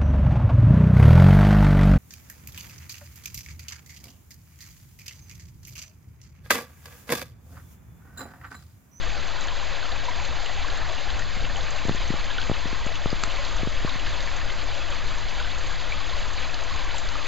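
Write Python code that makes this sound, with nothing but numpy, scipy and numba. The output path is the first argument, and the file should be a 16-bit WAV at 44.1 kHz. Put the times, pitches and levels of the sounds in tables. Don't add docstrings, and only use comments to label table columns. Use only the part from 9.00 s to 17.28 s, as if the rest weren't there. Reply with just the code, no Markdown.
import sys
import numpy as np
from scipy import signal
from scipy.fft import rfft, irfft, next_fast_len
from scipy.io import wavfile
from scipy.ndimage import uniform_filter1d, minimum_filter1d, map_coordinates
from numba import njit

SR = 44100
rng = np.random.default_rng(int(sys.argv[2]) if len(sys.argv) > 2 else 0)


def digitize_waveform(pressure):
    field = np.atleast_2d(pressure).T
    bounded = np.clip(field, -1, 1)
    quanta = np.round(bounded * 32767).astype(np.int16)
    wavfile.write(sys.argv[1], SR, quanta)


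def volts_from_decibels(level):
    exponent = np.asarray(level, float) / 20
    return 10 ** exponent


N = 365009

SNAP_S = 4.2354


def over_time(s, values):
    return np.interp(np.arange(N) / SR, s, values)


def walk(rate):
    spacing = SR / rate
    levels = rng.standard_normal(int(N / spacing) + 2)
    coarse = map_coordinates(levels, [np.arange(0, N + 64, 64) / spacing], order=3)
    return coarse.repeat(64)[:N]


def shape(x, points):
    hz, db = np.transpose(points)
    size = next_fast_len(N)
    bins_hz = np.arange(size // 2 + 1) * SR / size
    gain = volts_from_decibels(np.interp(np.log(bins_hz + 1), np.log(hz), db))
    y = irfft(rfft(x, size) * gain, size)[:N]
    return y / np.std(y)


def band(x, lo_hz, hi_hz):
    return signal.sosfilt(signal.butter(2, [lo_hz, hi_hz], "band", fs=SR, output="sos"), x)


@njit
def grains(rows, glide, rise):
    out = np.zeros(N)
    for s, hz, t60, a in rows:
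        n, start = int(t60 * SR), int(s * SR)
        fade = np.exp(-np.log(1000.) / n)
        step = 2 * np.pi * hz / SR
        onset = np.exp(-hz / SR / rise)
        phase, left = 0., 1.
        for i in range(start, min(start + n, N)):
            out[i] += a * (1 - left) * np.sin(phase)
            a, left = a * fade, left * onset
            phase += step * (1 + glide * (i - start) / n)
    return out


def swarm(count, lo_hz, hi_hz, cycles, scatter_db, glide, rise, bunch_db):
    u = rng.random((count, 4)).T
    busy = np.cumsum(volts_from_decibels(bunch_db * walk(30)))
    s = np.interp(u[0], busy / busy[-1], np.arange(N) / SR)
    hz = lo_hz + (hi_hz - lo_hz) * u[1]
    t60 = cycles * (.5 + u[3]) / hz
    size = volts_from_decibels(-scatter_db * np.log(1.006 - u[2])) * np.sqrt(hz)
    x = grains(np.column_stack([s, hz, t60, size]), glide, rise)
    return x / np.std(x)


def strays(table, count, db, lo_hz, hi_hz):
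    u = rng.random((count, 3)).T
    extra = np.column_stack([u[0] * N / SR, db - 6 * u[1], lo_hz * (hi_hz / lo_hz) ** u[2]])
    return np.vstack([table, extra])


def banks(x, t60, wet_db):
    t = np.arange(4096) / SR
    tail = rng.standard_normal(4096) * np.exp(-np.log(1000) * t / t60) * (t > .002)
    tail = tail / np.sqrt(np.sum(tail ** 2))
    return x + volts_from_decibels(wet_db) * signal.fftconvolve(x, tail)[:N]


def water():
    # frequency in Hz, level in dB per Hz.
    water_colour = [(180, -17.5), (300, -4), (430, -4.5), (680, -1.5), (850, -2.5), (1050, -3),
                    (1700, -2.5), (2500, -5), (3600, -5), (4800, -8), (6400, -10.5), (8000, -16.5)]
    # lowest and highest bubble pitch in Hz, level in dB.
    hollows = [
        (475.7, 800, -5.5),
        (859, 1251, -4.5),
        (1374, 1900, -5.5),
    ]
    # time in s, lead of that hollow in dB.
    turn = [(0, 0), (.6, 2), (1.3, 3), (2.4, 3.5), (2.9, 0), (4.8, 1.5), (5.6, -1), (8.28, -2)]
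    bubbles = swarm(count=12000, lo_hz=250.2, hi_hz=5630, cycles=35.0, scatter_db=2.5,
                    glide=.25, rise=1.8, bunch_db=2.5)
    fizz = swarm(count=12000, lo_hz=1553, hi_hz=7970, cycles=8.4, scatter_db=3.5,
                 glide=.15, rise=0.61, bunch_db=4.)
    near = banks(volts_from_decibels(-5.5) * bubbles + volts_from_decibels(-8.5) * fizz, t60=0.036, wet_db=-4.5)
    flow = shape(volts_from_decibels(-1.5) * rush() + near, water_colour)
    flow += (volts_from_decibels(1.2 * walk(70)) - 1) * band(flow, 5500, 8000)

    gurgle_db, swing_db, gurgles_per_s = -44.8, 1.6, 3.5
    chains = 0
    leads_db = (over_time(*np.transpose(turn)), 0, 0)
    for (lo_hz, hi_hz, db), lead_db in zip(hollows, leads_db):
        chain = swarm(count=800, lo_hz=lo_hz, hi_hz=hi_hz, cycles=34.3, scatter_db=2.5,
                      glide=.2, rise=1.3, bunch_db=3.5)
        chain_db = gurgle_db + db + lead_db + swing_db * walk(gurgles_per_s)
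        chains = chains + volts_from_decibels(chain_db) * chain

    flow_db, surge_db, surges_per_s = -34.8, .4, 3
    flow = volts_from_decibels(flow_db + surge_db * walk(surges_per_s)) * flow
    return flow + banks(chains, t60=0.066, wet_db=-5.5)


def rush():
    out, shared = 0, walk(25)
    for hz in 160 * 2 ** np.arange(0, 6, .5):
        shared = 0.65 * shared + 0.52 * walk(25)
        flicker = volts_from_decibels(.8 * shared + .6 * walk(9))
        out = out + flicker * band(rng.standard_normal(N), hz / 2 ** .25, hz * 2 ** .25)
    return out / np.std(out)


def drops():
    # start in s, peak in dB, pitch in Hz.
    single_bubbles = [(0.064, -25, 1180), (0.417, -22, 3860), (0.483, -24, 1670), (0.52, -23, 990),
                      (0.627, -23, 1060), (0.725, -26, 1085), (0.828, -22, 1500), (1.083, -17.5, 963),
                      (1.197, -23, 1010), (1.46, -22, 2940), (1.493, -24, 729), (1.646, -20, 1076),
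                      (1.684, -21, 1620), (2.221, -20, 1860), (2.559, -21, 3050), (3.303, -21, 3130),
                      (3.384, -15, 1485), (4.103, -18, 4880), (4.311, -21, 2800), (4.648, -22, 1120),
                      (4.875, -19, 1100), (5.274, -22, 2030), (5.502, -21.5, 2010), (6.4, -19, 1450),
                      (6.447, -24, 1530), (6.922, -15, 2320), (7.095, -22, 3620), (7.808, -25, 2900),
                      (7.943, -22, 910), (8.154, -18, 1210)]
    # start in s, peak in dB, pitch in Hz.
    spray = [(0.2723, -31, 6060), (0.4095, -27.5, 6300), (0.4708, -28, 6250), (0.9787, -32, 5900),
             (1.2514, -29, 6550), (1.4601, -33, 6810), (1.7255, -32, 6000), (1.7727, -28, 6730),
             (2.1929, -24, 6230), (2.5671, -28, 6630), (2.7057, -24, 6700), (2.783, -32.5, 6720),
             (2.8739, -28, 6650), (2.9572, -30, 6340), (3.078, -27, 6130), (3.8621, -29, 6900),
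             (3.9544, -31, 6370), (4.235, -20.5, 7100), (4.5655, -28, 6430), (4.7227, -33, 6100),
             (5.2265, -32, 6290), (5.365, -30, 6500), (5.904, -31, 6870), (6.1838, -32, 6120),
             (6.5839, -33, 6800), (6.6722, -29, 5920), (7.3332, -31.5, 6660), (7.637, -28.5, 6800),
             (7.7613, -32, 6510), (7.9818, -24, 7360)]
    s, db, hz = strays(single_bubbles, count=12, db=-27, lo_hz=950, hi_hz=2100).T
    t60 = .033 + .0003 * (db + 22)
    t60 = np.clip(t60 * (1000 / hz) ** 0.85, .005, .1)
    big = grains(np.column_stack([s, hz, t60, volts_from_decibels(db - 2.0)]), 0.083, 0.8)

    bursts = strays(spray, count=12, db=-32, lo_hz=5900, hi_hz=7000)
    s, db, hz = np.repeat(bursts, 2, axis=0).T
    hz = hz * (0.926 + .12 * rng.random(len(s)))
    small = grains(np.column_stack([s, hz, 0.005 + 0 * s, volts_from_decibels(db + 2.6)]), 0.22, 1.2)
    before_or_after_snap = abs(np.arange(N) / SR - SNAP_S) > .012
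    return banks(big + (small + splashes()) * before_or_after_snap, t60=0.072, wet_db=-6.5)


def splashes():
    # start in s, peak in dB, centre pitch in Hz.
    near_splashes = [(0.1007, -23, 2650), (0.483, -19.5, 3210), (0.9158, -22.5, 3360), (1.1967, -24, 2500),
                     (1.4604, -23.5, 2870), (1.7, -22, 3340), (1.9779, -24, 2750), (2.102, -21, 3480),
                     (2.4034, -23, 3120), (2.451, -21.5, 3370), (2.6662, -23, 2430), (2.7836, -21, 3100),
                     (2.8886, -21, 3560), (3.381, -19, 3320), (3.4158, -16.5, 3750), (3.8711, -21, 2570),
                     (3.9544, -20, 3070), (4.2343, -15, 2730), (4.4496, -20, 4410), (4.5805, -23, 2780),
                     (4.8928, -18, 4010), (4.9955, -20, 2590), (5.062, -23, 3240), (5.203, -20.5, 4020),
                     (5.5014, -21, 3220), (6.3994, -19, 4060), (7.096, -22, 3850), (7.541, -17.5, 4840),
                     (8.085, -20, 4900)]
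    s, db, hz = np.repeat(strays(near_splashes, count=16, db=-24, lo_hz=2400, hi_hz=3900), 5, axis=0).T
    u = rng.random((len(s), 2)).T
    hz = hz * 2 ** (.7 * (u[1] - .5))
    return grains(np.column_stack([s + .004 * u[0], hz, 20 / hz, volts_from_decibels(db - 5)]), 0.21, 0.37)


def case():
    # time in s, peak in dB, length of the push in ms.
    knocks = [(2.372, -24, 3), (2.443, -28, 1.7), (2.853, -20, 1.1), (2.8844, -19, 0.71),
              (2.8944, -11, 0.59), (2.9125, -18.5, 2), (2.948, -23, 1.2), (3.1051, -13, 1.7),
              (3.1398, -19.5, 0.68), (3.4974, -12.5, 0.52), (3.5147, -13.5, 0.61), (3.657, -20.5, 1.5),
              (3.7299, -22, 1.3), (3.8655, -20, 1.5), (4.059, -13.5, 0.51), (4.1293, -15, 0.86),
              (4.278, -28.5, 0.88), (4.6327, -17, 1), (4.6735, -16.5, .8), (4.8484, -14.5, 0.94),
              (4.958, -26.5, 0.58)]
    # frequency in Hz, level in dB, t60 in s.
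    case_modes = [
        (102.6, -1.5, 0.02),
        (185, -23, 0.018),
        (1140, -19.5, 0.0065),
    ]
    # frequency in Hz, level in dB, t60 in s.
    latch_modes = [(1290, -4.5, .007), (1720, 0.5, 0.0075), (2770, -3, .004), (3540, -2.5, .004),
                   (4500, -1, 0.0047), (5960, -1, .003), (7200, -1.5, .003)]
    out = np.zeros(N)
    t = np.arange(-200, 2400) / SR
    after = t - .0012
    swing = sum(volts_from_decibels(db) * np.cos(2 * np.pi * hz * after) * 1000 ** (-after / t60)
                for hz, db, t60 in case_modes)
    for s, db, ms in knocks:
        pull = np.exp(-abs(t / (0.00047 * ms)) ** 1.85)
        release = .5 + .5 * np.tanh((t - 0.00084 * ms) / (0.00051 * ms))
        out[int(s * SR) - 200:][:len(t)] += volts_from_decibels(db) * (release * swing - pull)

    hz, db, t60 = np.transpose(latch_modes)
    snap_db = -12
    # (delay in s, level in dB)
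    for late_s, late_db in ((0, -2.5), (.0005, -1), (.0011, 4), (.0018, -3), (.0024, -3)):
        start_s = SNAP_S + late_s + rng.random(len(hz)) / hz
        size = volts_from_decibels(snap_db + late_db + db - 7)
        out += grains(np.column_stack([start_s, hz, t60, size]), 0., 0.087)
    return out


def wind():
    # frequency in Hz, level in dB per Hz.
    wind_colour = [(2, -16), (9, -2.5), (20, -0.5), (32, -4), (70, -11), (120, -20.5), (240, -32),
                   (500, -52)]
    # time in s, rumble level in dB.
    gusts = [(0, -33.5), (.7, -34.5), (1.35, -32.5), (1.75, -35), (2.5, -31), (3.2, -33), (3.9, -34),
             (4.6, -32), (5.4, -32), (6.2, -32.5), (6.8, -34.5), (7.4, -33), (8.28, -34)]
    gust_db = over_time(*np.transpose(gusts)) + .6 * walk(7)
    return volts_from_decibels(gust_db + 1.5 + 1.4 * walk(12)) * shape(rng.standard_normal(N), wind_colour)


def scene():
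    mono = water() + drops() + wind() + case()
    return np.array([mono, mono])


def hold(x):
    return uniform_filter1d(-minimum_filter1d(-x, size=int(.05 * SR)), size=400)


def burst_grit(sound):
    # frequency in Hz, level in dB per Hz.
    grit_colour = [(15, -3), (60, -2.5), (150, -5.5), (330, -11), (700, -15), (860, -23.5), (930, -50)]
    # frequency in Hz, level in dB per Hz.
    hum_colour = [(10, -1.5), (30, -5.5), (100, -13.5), (250, -32), (450, -40.5), (600, -67)]
    # frequency in Hz, level in dB per Hz.
    edge_colour = [(5300, -59), (5420, -5), (5600, -1), (5700, -61.5), (7300, -60.5), (7500, 8.5),
                   (7750, -6), (7850, -18), (8300, -21.5), (8500, -59)]
    power = band(sound, 5800, 7300) ** 2 + 1e-12
    quick = uniform_filter1d(power, size=128)
    slow = uniform_filter1d(power, size=4096)
    jump_db = 10 * np.log10(quick / slow)
    burst = hold(.5 + .5 * np.tanh((jump_db - 4.3) / .5))
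    grit = burst * volts_from_decibels(-57 + 2.5 * walk(40)) * shape(rng.standard_normal(N), grit_colour)
    grit += volts_from_decibels(-54) * shape(rng.standard_normal(N), hum_colour)
    edge_level = np.sqrt(hold(quick)) * volts_from_decibels(-27 + 2.2 * walk(60))
    edge_hiss = burst * edge_level * shape(rng.standard_normal(N), edge_colour)
    return edge_hiss + np.array([grit, -grit])


def top_cut(x):
    return signal.sosfilt(signal.butter(12, 8610, fs=SR, output="sos"), x)


def record(dry):
    offset = [
        [.0813],
        [-.0105],
    ]
    gap = signal.lfilter(*signal.iirnotch(SR / 8, 5.5, SR), dry)
    cut = signal.sosfilt(signal.ellip(10, .3, 60, 7400, fs=SR, output="sos"), gap)
    mix = cut + offset + burst_grit(cut[0])
    return top_cut(mix)


dry = scene()
out = record(dry)
digitize_waveform(out)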